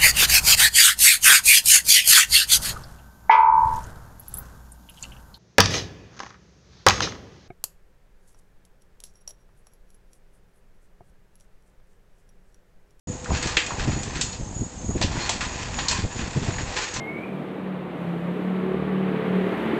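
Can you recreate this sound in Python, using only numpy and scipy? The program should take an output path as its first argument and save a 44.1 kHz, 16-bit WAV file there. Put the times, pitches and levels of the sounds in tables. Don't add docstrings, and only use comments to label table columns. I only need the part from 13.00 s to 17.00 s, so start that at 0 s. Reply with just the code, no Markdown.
import sys
import numpy as np
from scipy import signal
from scipy.fft import rfft, irfft
from scipy.io import wavfile
from scipy.ndimage import uniform_filter1d

SR = 44100
rng = np.random.default_rng(int(sys.argv[2]) if len(sys.argv) > 2 else 0)


def generate_wav(signal):
    frames = np.transpose(np.atleast_2d(signal))
    scaled = np.clip(frames, -1, 1) * 32767
    pcm = np.round(scaled).astype(np.int16)
    wavfile.write(sys.argv[1], SR, pcm)


N = 176400
TIME = np.arange(N) / SR
RISE_S = 0.0016


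def from_db(db):
    return 10 ** (np.asarray(db) / 20)


def unit_rms(x):
    return x / np.sqrt(np.mean(x ** 2) + 1e-20)


def fader(rows):
    return from_db(np.interp(TIME, *np.transpose(rows)))


def drift(hz):
    step = 40
    pole = np.exp(-2 * np.pi * hz * step / SR)
    slow = signal.lfilter([1], [1, -2 * pole, pole * pole], rng.standard_normal(N // step + 2002))[2000:]
    return np.interp(np.arange(N) / step, np.arange(len(slow)), unit_rms(slow))


def flicker(db, hz):
    return from_db(db * drift(hz))


def colour(x, spectrum):
    size = 8192
    hz, db = np.transpose(spectrum)
    bins_hz = np.arange(size // 2 + 1) * SR / size
    shape_db = np.interp(np.log(bins_hz + 1), np.log(hz), db)
    cepstrum = irfft(np.log(from_db(shape_db)))
    cepstrum[1:size // 2] *= 2
    cepstrum[size // 2 + 1:] = 0
    kernel = irfft(np.exp(rfft(cepstrum)))
    return signal.fftconvolve(x, kernel / np.linalg.norm(kernel))[:len(x)]


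def noise(spectrum):
    return unit_rms(colour(rng.standard_normal(N), spectrum))


def band(x, hz, octaves):
    edges = [hz / 2 ** octaves, min(hz * 2 ** octaves, .45 * SR)]
    return unit_rms(signal.sosfilt(signal.butter(2, edges, "band", fs=SR, output="sos"), x))


def tone(hz, width_hz):
    phase = 2 * np.pi * hz * TIME
    return unit_rms(drift(width_hz) * np.cos(phase) + drift(width_hz) * np.sin(phase))


def strike(start, decay_s):
    age = TIME - start
    return np.clip(age / RISE_S, 0, 1) * np.exp(-np.clip((age - RISE_S) / decay_s, 0, 20))


# f/Hz, relative level/dB
AMBIENCE_SPECTRUM = [(60, -2.5), (200, -13.5), (400, 0.5), (850, 3), (1200, -5), (2500, -12.5),
                     (5000, -10.5), (6100, -10.5), (6700, 2), (7250, -1), (7800, -6.5), (8400, -16),
                     (9200, -38)]
# t/s, level/dB
HUM_LEVELS = [(.2, -41.5), (.5, -46.5), (1.4, -54.5), (4.0, -46)]

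def background():
    ambience = from_db(-43.5) * noise(AMBIENCE_SPECTRUM)
    return ambience + fader(HUM_LEVELS) * tone(497.7, width_hz=8.4)


# t/s, f/Hz, relative level/dB
CRICKET_CHIRPS = [(0.018, 6840, -42), (.08, 6430, -51.5), (0.307, 6770, -38.5), (0.631, 6780, -43),
                  (.72, 6400, -54), (0.899, 6830, -40), (1.08, 6320, -48.5), (1.225, 6770, -40),
                  (1.385, 6370, -50), (1.541, 6820, -40), (1.78, 6390, -46.5), (1.843, 6730, -41),
                  (2.137, 6800, -43), (2.46, 6760, -44.5), (2.735, 6820, -40), (3.109, 6900, -44.5),
                  (3.17, 6420, -62), (3.52, 6770, -41.5), (3.821, 6650, -42.5)]

def crickets():
    chirp_s, strokes_per_s, sag_hz = 0.13, 35, 30
    waver_hz = 85 * drift(140)
    flutter = flicker(db=2, hz=60)
    out = np.zeros(N)
    for start, hz, db in CRICKET_CHIRPS:
        on = (TIME >= start) & (TIME < start + chirp_s)
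        age = TIME[on] - start
        stroke = age * strokes_per_s % 1
        phase = 2 * np.pi * np.cumsum(hz + sag_hz * (.5 - stroke) + waver_hz[on]) / SR
        swell = np.abs(np.sin(np.pi * age / chirp_s)) ** 0.083
        pulses = .2 + .8 * np.sin(np.pi * stroke)
        out[on] += 2 * from_db(db) * swell * pulses * np.sin(phase)
    return out * flutter


PUFF_WIDTHS = [0.00067, 0.0015, 0.0025]

def puffs():
    puffs_per_s, spread_db, low_cut_hz = 70, 2, 55
    lag_s = np.arange(-600, 601) / SR
    pressure = np.zeros(N)
    for width_s in PUFF_WIDTHS:
        arrivals = rng.random(N) < puffs_per_s / len(PUFF_WIDTHS) / SR
        depths = from_db(spread_db * rng.uniform(-1.3, 1, N))
        dip = np.exp(-.5 * (lag_s / width_s) ** 2)
        pressure -= signal.fftconvolve(arrivals * depths, dip, "same")
    return unit_rms(signal.sosfilt(signal.butter(1, low_cut_hz, "high", fs=SR, output="sos"), pressure))


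# t/s, relative level/dB
BREEZE_LEVELS = [(.07, -26), (.2, -39.5), (.28, -32), (.33, -21.5), (.42, -35), (.55, -36), (.66, -37),
                 (.78, -31.5), (.9, -21.5), (1.03, -36), (1.2, -34), (1.33, -36), (1.5, -32.5), (1.6, -29),
                 (1.66, -36), (1.76, -39.5), (1.82, -30), (2.03, -28), (2.17, -27), (2.25, -35.5),
                 (2.45, -31), (2.55, -36), (2.75, -30.5), (2.88, -36), (3.02, -27), (3.11, -38.5),
                 (3.21, -26), (3.31, -34.5), (3.4, -32.5), (3.62, -29), (3.72, -35.5), (3.9, -44.5),
                 (4.0, -28)]
# t/s, level/dB
BUFFET_PEAKS = [(0.305, -25.5), (0.337, -21.5), (0.462, -25), (0.804, -29), (0.884, -19), (.97, -23),
                (1.08, -29.5), (1.167, -26), (1.409, -29.5), (1.57, -33), (1.62, -22.5), (1.897, -22.5),
                (1.962, -20.5), (2.013, -23.5), (2.047, -18.5), (2.151, -33), (2.992, -28.5), (3.05, -19),
                (3.161, -31), (3.227, -25.5), (3.374, -16), (3.428, -25.5), (3.488, -19.5), (3.614, -29)]
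# f/Hz, relative level/dB
BREEZE_SPECTRUM = [(15, -14.5), (35, -1.5), (70, -0.5), (130, -4.5), (250, -5), (400, -19.5), (800, -34),
                   (2000, -55), (6000, -88)]
BUFFET_SPECTRUM = [(20, -10), (50, -6.5), (120, 0.5), (220, -8.5), (330, -11), (520, -19.5), (1000, -38),
                   (2500, -66), (6000, -94.5)]

def wind():
    buffet_s = 0.0085
    rumble = unit_rms(noise(BREEZE_SPECTRUM) * flicker(db=2.5, hz=35))
    breeze = fader(BREEZE_LEVELS) * (from_db(-5) * rumble + from_db(-3.5) * puffs())
    eddies = noise(BUFFET_SPECTRUM)
    eddies /= np.sqrt(uniform_filter1d(eddies ** 2, size=900))
    buffets = sum(from_db(db) * np.exp(-.5 * ((TIME - peak) / buffet_s) ** 2)
                  for peak, db in BUFFET_PEAKS)
    return breeze + eddies * buffets


def driveway(x):
    delay_s, t60_s, echo_db = 0.0087, 0.14, -12
    tail = (rng.standard_normal(N) * strike(delay_s, t60_s / np.log(1000)))[:SR // 2]
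    return x + from_db(echo_db) * signal.fftconvolve(x, tail / np.linalg.norm(tail))[:N]


# t/s, level/dB
WHEEL_LEVELS = [(.25, -53), (.33, -40), (.5, -42.5), (.66, -45.5), (.73, -36.5), (.93, -40.5), (1.1, -43.5),
                (1.4, -50), (1.85, -58), (2.14, -40), (2.5, -41.5), (2.9, -47), (3.1, -46.5), (3.55, -39.5),
                (4.0, -45)]
# f/Hz, relative level/dB
TREAD_SPECTRUM = [(120, -9.5), (420, -7), (650, 1.5), (1000, 1.5), (1300, -10), (2500, -14), (6000, -41.5)]

def rolling_wheel():
    return fader(WHEEL_LEVELS) * unit_rms(noise(TREAD_SPECTRUM) * flicker(db=2, hz=30))


# t/s, length/s, f/Hz, level/dB
STEEL_SQUEAKS = [(2.19, .09, 4280, -35), (2.805, 0.24, 1024, -37), (2.962, .08, 4220, -46),
                 (3.943, 0.043, 6060, -38)]

def squeaks():
    out = np.zeros(N)
    for start, length_s, hz, db in STEEL_SQUEAKS:
        swell = np.sin(np.pi * np.clip((TIME - start) / length_s, 0, 1))
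        out += from_db(db) * swell * tone(hz, width_hz=100)
    return out


# t/s, level/dB, f/Hz
LOAD_BUMPS = [(0.258, -33, 1400), (.305, -25, 740), (.57, -28, 377), (.706, -28, 1170), (0.891, -32.5, 740),
              (1.907, -36, 930), (2.014, -26, 730), (2.165, -29.5, 1030), (2.295, -24.5, 810),
              (2.784, -28.5, 885), (2.918, -33, 860)]

def bumps():
    contacts = rng.standard_normal(N)
    return sum(from_db(db) * strike(start, decay_s=0.012) * band(contacts, hz, octaves=0.39)
               for start, db, hz in LOAD_BUMPS)


# f/Hz, bandwidth/Hz, relative level/dB
FRAME_MODES = [(830, 130, -1.5), (1020, 14, 6), (1710, 140, -6), (1910, 68, -5.5), (2120, 16, -27),
               (2477, 69, 0.5), (2652, 50, 0), (2854, 23, -8), (3200, 24, -7.5), (3580, 56, -9),
               (4270, 49, 3), (4460, 35, -7), (4670, 14, 5), (4904, 25, -6), (6270, 32, -6), (7230, 39, -5)]

def steel_frame(force, ring_db):
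    out = force.copy()
    for hz, width_hz, db in FRAME_MODES:
        radius = np.exp(-np.pi * width_hz / SR)
        feed = np.array([1, 0, -1]) * (1 - radius ** 2) / 2
        feedback = [1, -2 * radius * np.cos(2 * np.pi * hz / SR), radius ** 2]
        out += from_db(db + ring_db) * signal.lfilter(feed, feedback, force)
    return out


# t/s, force level/dB, centre f/Hz, crunch decay/s, half-width/octaves
STEEL_CATCHES = [(0.243, -36, 4500, 0.0033, 1.2), (0.426, -24, 4200, 0.0039, 1.5),
                 (0.795, -28, 2400, 0.0082, 1.2), (0.471, -30, 5000, 0.0038, 0.68),
                 (0.5684, -12.5, 2790, 0.0067, 0.63), (0.567, -21.5, 5200, 0.0034, 0.55),
                 (0.663, -30, 5500, 0.0069, 1.1), (1.031, -30, 6500, 0.0055, 0.81),
                 (1.154, -33, 3000, 0.024, 1.56), (1.211, -19, 5400, 0.0094, 0.87),
                 (1.327, -36.5, 4500, 0.0077, 0.45), (1.96, -45, 2000, 0.0066, 0.91),
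                 (2.013, -25, 3500, 0.012, 1.1), (2.024, -26.5, 3840, 0.022, 0.52),
                 (2.2924, -17, 4800, 0.0042, 0.86), (2.407, -28, 2600, 0.034, 1.3),
                 (2.788, -26.5, 2800, 0.015, 0.81), (2.883, -18, 4960, .012, 0.5),
                 (2.911, -25, 4170, .016, 1.2), (3.19, -35, 1970, 0.042, 1.3),
                 (3.444, -35, 5000, .008, 0.98), (3.582, -32.5, 1920, 0.016, 0.86),
                 (3.765, -27.5, 2420, 0.011, 1), (3.833, -32, 3000, 0.014, 1.1),
                 (3.938, -31.5, 6500, 0.014, .8)]
# f/Hz, relative level/dB
CRUNCH_SPECTRUM = [(120, -29), (380, 19.5), (600, -1.5), (1200, 5.5), (1700, 4), (3000, 1), (5400, -1.5),
                   (7600, 3), (9200, -21.5)]

def clanks():
    contacts, force = noise(CRUNCH_SPECTRUM), np.zeros(N)
    for start, db, hz, crunch_s, octaves in STEEL_CATCHES:
        rattle = from_db(-9) * strike(start, decay_s=0.043)
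        envelope = np.hypot(strike(start, crunch_s), rattle)
        force += from_db(db) * envelope * band(contacts, hz, octaves)
    return steel_frame(force, ring_db=0.5)


# t/s, relative level/dB
DRAG_LEVELS = [(.23, -47), (.31, -39.5), (.35, -24.5), (.42, -31), (.49, -25.5), (.55, -31.5), (.66, -36),
               (.74, -37.5), (.80, -27.5), (.87, -33.5), (1.0, -34.5), (1.04, -34), (1.13, -38),
               (1.17, -31), (1.29, -40.5), (1.35, -40), (1.44, -53), (1.91, -49.5), (2.0, -38), (2.1, -34),
               (2.19, -30), (2.28, -26), (2.37, -35), (2.43, -30.5), (2.54, -33), (2.66, -30),
               (2.72, -33.5), (2.82, -32), (2.96, -26.5), (3.08, -40.5), (3.14, -37), (3.21, -34),
               (3.3, -34.5), (3.42, -36.5), (3.47, -30.5), (3.54, -33), (3.6, -32.5), (3.68, -34.5),
               (3.79, -25), (3.9, -33.5), (3.97, -28.5), (4.0, -34)]
# f/Hz, relative level/dB
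GRIT_SPECTRUM = [(150, -16.5), (350, 6), (600, -5.5), (950, -0.5), (1300, 1.5), (1900, 2.5), (3100, -1.5),
                 (5000, -3), (7300, -3), (8200, -14.5), (9200, -45.5)]

def grinding():
    grains_per_s, spread_db = 5000, 3
    sizes = from_db(spread_db * np.minimum(rng.exponential(1, N), 4))
    signs = rng.choice([-1, 1], N)
    breaks = rng.random(N) < grains_per_s / SR
    judder = flicker(db=1.92, hz=33.6)
    grit = unit_rms(colour(sizes * signs * breaks * judder, GRIT_SPECTRUM))
    return steel_frame(from_db(-5) * fader(DRAG_LEVELS) * grit, ring_db=-1.5)


def scene():
    bed = background()
    sources = grinding() + rolling_wheel() + clanks() + bumps() + squeaks() + crickets()
    return (driveway(sources) + wind() + bed)[None]


def record(dry):
    start_s, fade_s, cutoff_hz = 0.071, .002, 8950
    opened = dry * np.clip((TIME - start_s) / fade_s, 0, 1)
    return signal.sosfilt(signal.ellip(10, .3, 80, cutoff_hz, fs=SR, output="sos"), opened)


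dry = scene()
out = record(dry)
generate_wav(out)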